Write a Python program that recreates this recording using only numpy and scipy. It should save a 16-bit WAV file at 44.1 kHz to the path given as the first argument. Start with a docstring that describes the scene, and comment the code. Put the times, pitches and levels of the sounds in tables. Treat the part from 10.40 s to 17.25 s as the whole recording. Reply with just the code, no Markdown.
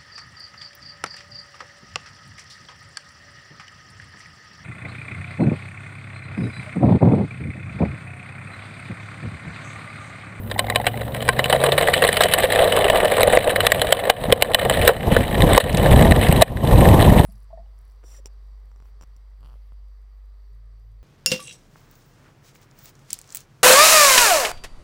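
"""A wheeled cart carrying a hang glider knocks and rattles over grass as it is towed off.
The microphone is close, in a camera's plastic case on the keel: bumps reach it through the frame as noise
bursts that thud, clack and ring. Filtered noise buffets the case as wind, louder as speed builds.
Farther off, sines make the tow plane, revving up and drawing away, and a far hum over the airfield's wash.
Hard jolts clip; the gain control ducks on loud peaks and climbs back at a steady rate."""
import sys
import numpy as np
from scipy import signal
from scipy.fft import rfft, irfft, next_fast_len
from scipy.io import wavfile
from scipy.ndimage import uniform_filter1d, map_coordinates

SR = 44100
rng = np.random.default_rng(int(sys.argv[2]) if len(sys.argv) > 2 else 0)


def inscribe(sig):
    """Save sig as 16-bit PCM at rate SR to the path in sys.argv[1].

    A 1-D sig is mono; a 2-D sig holds one channel per row.
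    Samples are clipped to [-1, 1] before scaling.
    """
    pcm = np.round(np.clip(np.atleast_2d(sig).T, -1, 1) * 32767)
    wavfile.write(sys.argv[1], SR, pcm.astype(np.int16))


N = 302085
TIME = np.arange(N) / SR
FFT_SIZE = next_fast_len(N + SR // 2, True) // 2 * 2
HZ = np.fft.rfftfreq(FFT_SIZE, 1 / SR)

# Far: the tow plane revs up and draws away; levels before a shared trim:
# (time [s], propeller blade rate [Hz], propeller level [dB], exhaust level [dB])
TOW_PLANE = [(0, 59.24, -38, -29.5), (.8, 71.8, -34, -26.5), (1.5, 86.95, -32, -28),
             (1.8, 92.5, -34.5, -39), (2.3, 97.7, -32, -36), (2.8, 100.2, -33, -51),
             (6.85, 103.3, -53, -55)]
# At the case: airflow over it, level before a trim: (time [s], buffet level [dB])
WIND_LEVEL = [(0, -45), (0.9, -40), (1.5, -40), (2.6, -44), (2.87, -30), (3.72, -38.5), (3.89, -21.5),
              (4.1, -38), (4.35, -27.5), (4.55, -27.5), (4.66, -19), (4.85, -24.5), (4.97, -15.5),
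              (5.3, -18.5), (5.63, -10.5), (5.85, -19.5), (6.3, -11), (6.85, -8.5)]
# Colour of the buffeting: (frequency [Hz], relative level [dB])
BUFFET_COLOUR = [(15, -18), (45, 2.5), (80, 2), (130, 1.5), (235, -5), (320, -9.5), (450, -10.5),
                 (750, -13), (1050, -17.5), (1400, -38), (4000, -48.5)]
# Close: sharp ticks from the rigging, before a trim: (time [s], relative level [dB])
RIGGING_TICKS = [(1.8198, -15), (1.837, -8), (1.937, -16), (2.6544, -24), (2.831, -20), (5.3285, -17),
                 (5.372, -11), (5.886, -18)]
# Colour of the rigging's ticks and crackle: (frequency [Hz], relative level [dB])
RIGGING_COLOUR = [(1200, -21), (2500, 3), (4800, 2), (7000, -8), (9000, 1), (14000, -26)]
# Close: the cart on rougher and smoother grass, levels before trims:
# (time [s], frame rumble level [dB], rattle level [dB])
CART_ROLL = [(0.05, -43, -50), (0.25, -29, -39.5), (0.5, -32.5, -39.5), (0.94, -28, -35),
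             (1.15, -17.5, -28.5), (1.65, -18, -25.5), (1.9, -23, -28.5), (2.2, -14, -25), (2.95, -15, -28),
             (3.3, -20, -28.5), (3.7, -21.5, -34.5), (4.15, -21.5, -35), (4.47, -17.5, -28),
             (4.9, -29, -37), (5.1, -12.5, -23.5), (5.32, -16.5, -26), (6.199, -22, -29.5),
             (6.85, -18, -27)]
# Close: the loudest knocks of the frame on the cart, before trims:
# (time [s], relative level [dB], thud relative to clack [dB], 60 dB decay time of the buzz [s])
FRAME_KNOCKS = [(0.1131, -12.5, -7, 0.037), (0.192, 2, -20.5, 0.019), (0.2997, -4, -20, .019),
                (0.3586, 0.5, -10.5, 0.016), (0.4668, -2, -9, 0.046), (0.889, 2.5, -11.5, .023),
                (0.9921, -1.5, -6, 0.041), (1.042, -2.5, -18, 0.015), (1.0974, -5, -2, 0.055),
                (1.1263, -1, -3.5, 0.037), (1.2376, -3, -4, 0.057), (1.3199, -1.5, -7, 0.06),
                (1.3793, -0.5, -4.5, 0.054), (1.4102, -7.5, 1.5, .034), (1.484, -4.5, -2, 0.031),
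                (1.5379, 2.5, -25, .036), (1.6212, -2, -3.5, 0.047), (1.6482, -2, -7, 0.034),
                (1.6886, -1, -5, 0.025), (1.7684, -2.5, -9, 0.046), (1.8063, 0, -4, 0.045),
                (1.8344, -1, -29, .03), (1.9365, 3.5, -36, 0.019), (2.0393, -8.5, 4.5, .021),
                (2.3715, -10.5, 7, 0.033), (2.4992, -2, -0.5, 0.021), (2.6544, -5.5, 1, 0.012),
                (2.8065, -4, -4.5, .03), (2.8315, 2.5, -5, 0.0091), (2.972, -5.5, 12, 0.02),
                (3.1597, 0, -12, 0.022), (3.2046, 0, -17, 0.017), (3.267, 9, -15, 0.017),
                (3.319, 7.5, -11, 0.017), (3.4166, 0, -9, .024), (3.524, 10, -5.5, .022),
                (3.699, 12, -1, 0.032), (3.924, 9.5, 0, 0.029), (4.023, 12, -9.5, 0.015),
                (4.146, 11, -12.5, 0.018), (4.2971, -1, -6, 0.019), (4.477, 16.5, -5.5, 0.031),
                (4.4894, 7, 5.5, 0.078), (4.765, -4.5, 5.5, 0.041), (5.0205, -0.5, -24, 0.011),
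                (5.178, 14.5, 1.5, 0.015), (5.2011, 8.5, -7, 0.069), (5.7204, 2, -6.5, 0.017),
                (5.9249, -2, -1, 0.013), (6.022, 19.5, 2, .031)]
# Frame tubes ringing on after a blow: (frequency [Hz], relative level [dB], 60 dB decay time [s])
FRAME_TUBES = [(544, -29.5, 0.071), (722, -17.5, 0.18), (1054, -10, 0.059), (1562, -16.5, 0.047),
               (1900, -60, 0.046), (2440, -36, 0.23), (3100, -23, 0.061), (3937, -7, 0.024),
               (4770, -19, 0.024), (7090, -17.5, 0.016)]
# Round the microphone: broad response of case and frame: (frequency [Hz], gain [dB])
CASE_RESPONSE = [(60, -19), (270, -22.5), (370, -13.5), (480, -2), (680, -4), (900, -14), (1350, -18.5),
                 (2200, -14), (3900, -13.5), (4400, -25.5), (6100, -46.5), (7500, -31.5), (8300, -24.5),
                 (15200, -26)]
# Resonances on top of it; the one negative lift, near 12 kHz, is a notch in the sound and no resonance:
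# (frequency [Hz], width [Hz], lift [dB])
LIFTS_AND_NOTCH = [(41.3, 25, 6.5), (560, 320, 3), (1177, 68, 4.5), (1820, 505, 11), (2996, 83, 8.5),
                   (4030, 150, 3.5), (8085, 410, 10), (9010, 470, 7), (10100, 190, 11.5),
                   (11324, 210, 16.5), (11924, 900, -28.5), (12520, 260, 5), (12560, 210, 6.5),
                   (14160, 460, 6.5)]

HUM_HZ, HUM_DB, HUM_FADE_DB_PER_S = 226.7, -42, 3.5  # a far hum: pitch, starting level, fade as it is left behind
TICK_T60_S, TICK_TRIM_DB = 0.017, -2.5  # rigging ticks
CRACKLE_DB = -26  # fine rigging crackle relative to the rattle table
# a loose fitting rocks to and fro: first tock, mean spacing, low pitch and level before scatter
ROCK_START_S, ROCK_PERIOD_S, ROCK_HZ, ROCK_DB = 0.16, 0.04, 790, -22
# even chatter between the tufts: final relative level, its rise, time constant of the rise
BED_DB, BED_RISE_DB, BED_RISE_S = 0, 9.5, 2
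# rope pulling taut: midpoint, time scale, relative tube level before and after
TAUT_S, TIGHTEN_S, SLACK_DB, TAUT_DB = 1.12, 0.3, 3, -5.5
# lesser knocks: rate, mean level over the rattle table, mean thud relative to clack, buzz decay
SMALL_KNOCKS_PER_S, SMALL_KNOCK_DB, SMALL_THUD_DB, SMALL_T60_S = 13, 19.5, -8.5, 0.018
TOP_HZ = 15450  # the camera's upper band limit


def amp(db):
    """Decibels to gain."""
    return 10 ** (np.asarray(db) / 20)


def unit(x):
    """Scale to rms 1."""
    return x / np.sqrt(np.mean(x ** 2) + 1e-20)


def along(points):
    """Join (frequency [Hz], level [dB]) points on a log frequency axis."""
    hz, db = np.transpose(points)
    return np.interp(np.log(HZ + 1), np.log(hz), db)


def curves(rows):
    """One value per sample for each column after the time."""
    times, *columns = np.transpose(rows)
    return [np.interp(TIME, times, column) for column in columns]


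def noise():
    """White noise for the whole scene."""
    return rng.standard_normal(N)


def wobble(rate):
    """A smooth random curve with rate knots a second."""
    knots = rng.standard_normal(int(N * rate / SR) + 4)
    return map_coordinates(knots, [TIME * rate])


def filtered(x, response):
    """Pass x through a frequency response."""
    return irfft(rfft(x, FFT_SIZE) * response, FFT_SIZE)[:N]


def causal(gain):
    """The minimum-phase response with this gain: it rings only after it is struck."""
    cepstrum = irfft(np.log(np.maximum(gain, 1e-6)))
    # fold the time-reversed half forward
    cepstrum[1:FFT_SIZE // 2] *= 2
    cepstrum[FFT_SIZE // 2 + 1:] = 0
    return np.exp(rfft(cepstrum))


def short_rms(x, size=128):
    """Running rms over about three milliseconds."""
    power = uniform_filter1d(x ** 2, size, mode="constant")
    return np.sqrt(np.abs(power) + 1e-12)


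def chatter(rate, spread_db):
    """Tiny contacts at random times, rate a second on average, of uneven strength."""
    struck = rng.random(N) < rate / SR
    sign = rng.choice([-1, 1], N)
    return struck * sign * amp(spread_db * rng.standard_normal(N))


def ticks(rate, life, spread_db):
    """The swells of small random rattles, each rising fast and dying away over a few lives [s]."""
    t = np.arange(SR // 25) / SR
    swell = t / life * np.exp(-t / life)
    power = signal.fftconvolve(chatter(rate, spread_db) ** 2, swell ** 2)[:N]
    return unit(np.sqrt(np.abs(power)))


def recoloured(x, depth_db, size=256):
    """Contacts in different places stress different frequencies: a random gain over time and pitch."""
    spectrum = signal.stft(x, nperseg=size)[2]
    patches = uniform_filter1d(rng.standard_normal(spectrum.shape), size=4, axis=0)
    patches = uniform_filter1d(patches, size=5, axis=1)
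    return signal.istft(spectrum * amp(depth_db * unit(patches)), nperseg=size)[1][:len(x)]


def field():
    """The faint, dull wash of the open airfield, with a far hum that wavers and fades."""
    colour = [(25, -24), (120, 1), (230, 4), (320, 0), (700, -11), (1500, -14.5), (6000, -43), (15000, -17.5)]
    wash = amp(-38.0) * unit(filtered(noise(), amp(along(colour))))
    hum_db = HUM_DB - HUM_FADE_DB_PER_S * TIME + 2.4 * wobble(6.45)
    hum = np.sqrt(2) * amp(hum_db) * np.sin(2 * np.pi * HUM_HZ * TIME)
    return wash + hum


def tow_plane():
    """The geared engine fires five times for every three propeller blades; distance leaves only low notes."""
    blade_hz, blade_db, exhaust_db = curves(TOW_PLANE)
    blade = 2 * np.pi * np.cumsum(blade_hz * (1 + 0.0048 * wobble(19))) / SR
    # propeller overtones fade as they climb out of the band that carries across the field
    notes = [(order * blade, blade_db - 4.9 * (order - 1) * blade_hz / 80) for order in range(1, 5)]
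    notes.append((blade * 5 / 3, exhaust_db))
    # unequal cylinders add weak strands around the firing note
    notes += [(blade * order / 3, exhaust_db - 21.5) for order in range(4, 9)]
    return np.sqrt(2) * sum(amp(db - 4.5 + 2.6 * wobble(11.0)) * np.sin(phase) for phase, db in notes)


def wind(large_below_hz=300, lumps_db=2.5, large_db=1.0):
    """Eddies thump on the case in lumps, the large ones on their own beat; a thin hiss grows with them."""
    buffet_db, = curves(WIND_LEVEL)
    eddies = unit(filtered(noise(), amp(along(BUFFET_COLOUR))))
    large = filtered(eddies, 1 / (1 + (HZ / large_below_hz) ** 4))
    small = eddies - large
    eddies = small + large * amp(large_db + lumps_db * wobble(24))
    hiss_colour = [(6000, -40), (10500, -13), (11800, 12), (12400, 2), (13500, -29)]
    hiss = unit(filtered(noise(), amp(along(hiss_colour))))
    gusts_db = 1.16 * wobble(13) + 2.7 * wobble(70)
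    return amp(buffet_db + 3.5) * unit((eddies + amp(-29.5) * hiss) * amp(gusts_db))


def rigging():
    """A few sharp noise ticks, and a fine crackle of contacts that grows as the cart shakes harder."""
    _, rattle_db = curves(CART_ROLL)
    colour = causal(amp(along(RIGGING_COLOUR)))
    swell = sum(amp(db - 60 * np.abs(TIME - s) / TICK_T60_S) * (TIME >= s) for s, db in RIGGING_TICKS)
    snaps = swell * unit(filtered(noise(), colour))
    crackle = unit(filtered(chatter(rate=700, spread_db=6), colour))
    return amp(TICK_TRIM_DB) * snaps + amp(rattle_db + CRACKLE_DB) * crackle


def rocking(life=0.002, bright_db=-9, count=10):
    """A loose fitting's hollow tocks as the cart starts: a low and a weaker high tone, both soon gone."""
    out = np.zeros(N)
    t = np.arange(SR // 25) / SR
    swell = t / life * np.exp(1 - t / life)
    for k, (late, sharp, hard) in enumerate(rng.standard_normal((count, 3))):
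        s = ROCK_START_S + k * ROCK_PERIOD_S + 0.0072 * late
        low = swell * np.sin(2 * np.pi * (ROCK_HZ + 25 * sharp) * t)
        high_gain = amp(bright_db + rng.normal(0, 3.4))
        high = high_gain * swell ** 2 * np.sin(2 * np.pi * rng.normal(1980, 140) * t)
        out[int(s * SR):][:len(t)] += amp(ROCK_DB + 2.2 * hard) * (low + high)
    return out


def case_paths(split_hz=1150):
    """The two ways into the microphone: the frame's low thud and the case's bright clack."""
    lift_db = sum(db / (1 + (2 * (HZ - hz) / width) ** 2) for hz, width, db in LIFTS_AND_NOTCH)
    gain = amp(along(CASE_RESPONSE) + lift_db)
    low = 1 / (1 + (HZ / split_hz) ** 8)  # share of the power on the thud path
    return causal(gain * np.sqrt(low)), causal(gain * np.sqrt(1 - low))


def rolling(thud, clack):
    """Tufts set off small rattles over a bed of even chatter that grows to about their strength."""
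    rumble_db, rattle_db = curves(CART_ROLL)
    bed_db = BED_DB - BED_RISE_DB * np.exp(-TIME / BED_RISE_S)
    tufts = ticks(rate=85, life=0.002, spread_db=4.0)
    bed = amp(bed_db + 0.57 * wobble(65))
    shaking = (tufts + bed) * amp(2.3 * wobble(14))
    # the frame's rumble follows the shaking less closely than the rattle does
    frame_force = chatter(rate=1500, spread_db=2.5) * shaking ** 0.41 * amp(2.8 * wobble(50))
    rumble = filtered(frame_force, thud)
    contacts = recoloured(chatter(rate=5000, spread_db=3), depth_db=3.0, size=128)
    rattle = filtered(contacts * shaking, clack)
    return amp(rumble_db - 2.4) * unit(rumble) + amp(rattle_db + 1.03) * unit(rattle)


def small_knocks():
    """Lesser knocks at uneven intervals, following the rattle level: rows like those of FRAME_KNOCKS."""
    chance = rng.random((120, 3))
    s = (np.arange(1, len(chance) + 1) + chance[:, 0]) / SMALL_KNOCKS_PER_S
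    times, _, rattle_db = np.transpose(CART_ROLL)
    db = np.interp(s, times, rattle_db) + SMALL_KNOCK_DB + 7 * (chance[:, 1] - .5)
    low_db = SMALL_THUD_DB + 16 * (chance[:, 2] - .5)
    rows = np.column_stack([s, db, low_db, np.full(len(s), SMALL_T60_S)])
    return rows[s < N / SR]


def blows(rows, thud, clack, clack_db, thud_db, tubes_db, size=6144):
    """Each blow is a quickly dying buzz of contacts; frame and case respond and the tubes ring on."""
    out = np.zeros(N + size)
    t = np.arange(size) / SR
    paths = irfft(thud)[:size], irfft(clack)[:size]
    tubes = np.array([amp(db - 60 * t / t60) * np.sin(2 * np.pi * hz * t) for hz, db, t60 in FRAME_TUBES])
    # the slack frame rings freely; the pull of the tow rope makes the tubes ring more weakly
    slackness = (1 - np.tanh((TIME - TAUT_S) / TIGHTEN_S)) / 2
    slack_db = TAUT_DB + (SLACK_DB - TAUT_DB) * slackness
    for s, db, low_db, t60 in rows:
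        start = int(s * SR)
        envelope = amp(-60 * t / t60) * (1 - np.exp(-t / 0.00037))
        force = recoloured(rng.standard_normal(size), depth_db=3.5) * envelope
        tube_gains = amp(tubes_db + slack_db[start] + rng.normal(0, 3.5, len(FRAME_TUBES)))
        sound = tube_gains @ tubes
        for path, level in zip(paths, (low_db + thud_db, clack_db)):
            ring = signal.fftconvolve(force, path)[:size]
            sound = sound + amp(level) * ring / short_rms(ring).max()
        # a faint lead-in a few milliseconds ahead softens each blow's onset
        lead = int(rng.uniform(0.0037, .011) * SR)
        out[start - lead:][:size] += amp(db - 22.0) * sound
        out[start:][:size] += amp(db) * sound
    return out[:N]


def scene():
    """Everything that reaches the microphone in its case, from the far field to the frame's knocks."""
    thud, clack = case_paths()
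    surroundings = field() + tow_plane() + wind()
    cart = rigging() + rocking() + rolling(thud, clack)
    all_knocks = [*FRAME_KNOCKS, *small_knocks()]
    knocks = blows(all_knocks, thud, clack, clack_db=-11.0, thud_db=-5.5, tubes_db=-10.0)
    return (surroundings + cart + knocks)[None]


def gain_control(x, threshold_db, recovery_db_per_s, attack, deaf_below_hz):
    """Loud peaks pull the gain down within milliseconds, bass less so; it climbs back at a steady rate."""
    highpass = signal.butter(1, deaf_below_hz, "high", fs=SR, output="sos")
    sensed = signal.sosfilt(highpass, x)
    over_db = np.maximum(20 * np.log10(short_rms(sensed)) - threshold_db, 0)
    # hold each peak's reduction, less the recovery since
    recovery_db = recovery_db_per_s * TIME
    held_db = np.maximum.accumulate(over_db + recovery_db) - recovery_db
    pole = np.exp(-1 / (attack * SR))  # attack in seconds
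    return x * amp(-signal.lfilter([1 - pole], [1, -pole], held_db))


def record(dry):
    """The camera rides its gain, clips at full scale and cuts steeply above its band limit."""
    ridden = gain_control(dry[0], threshold_db=-6.5, recovery_db_per_s=72.5, attack=0.0027, deaf_below_hz=83)
    clipped = np.clip(ridden, -1, 1)
    return filtered(clipped, 1 / (1 + (HZ / TOP_HZ) ** 120))[None]


dry = scene()
out = record(dry)
inscribe(out)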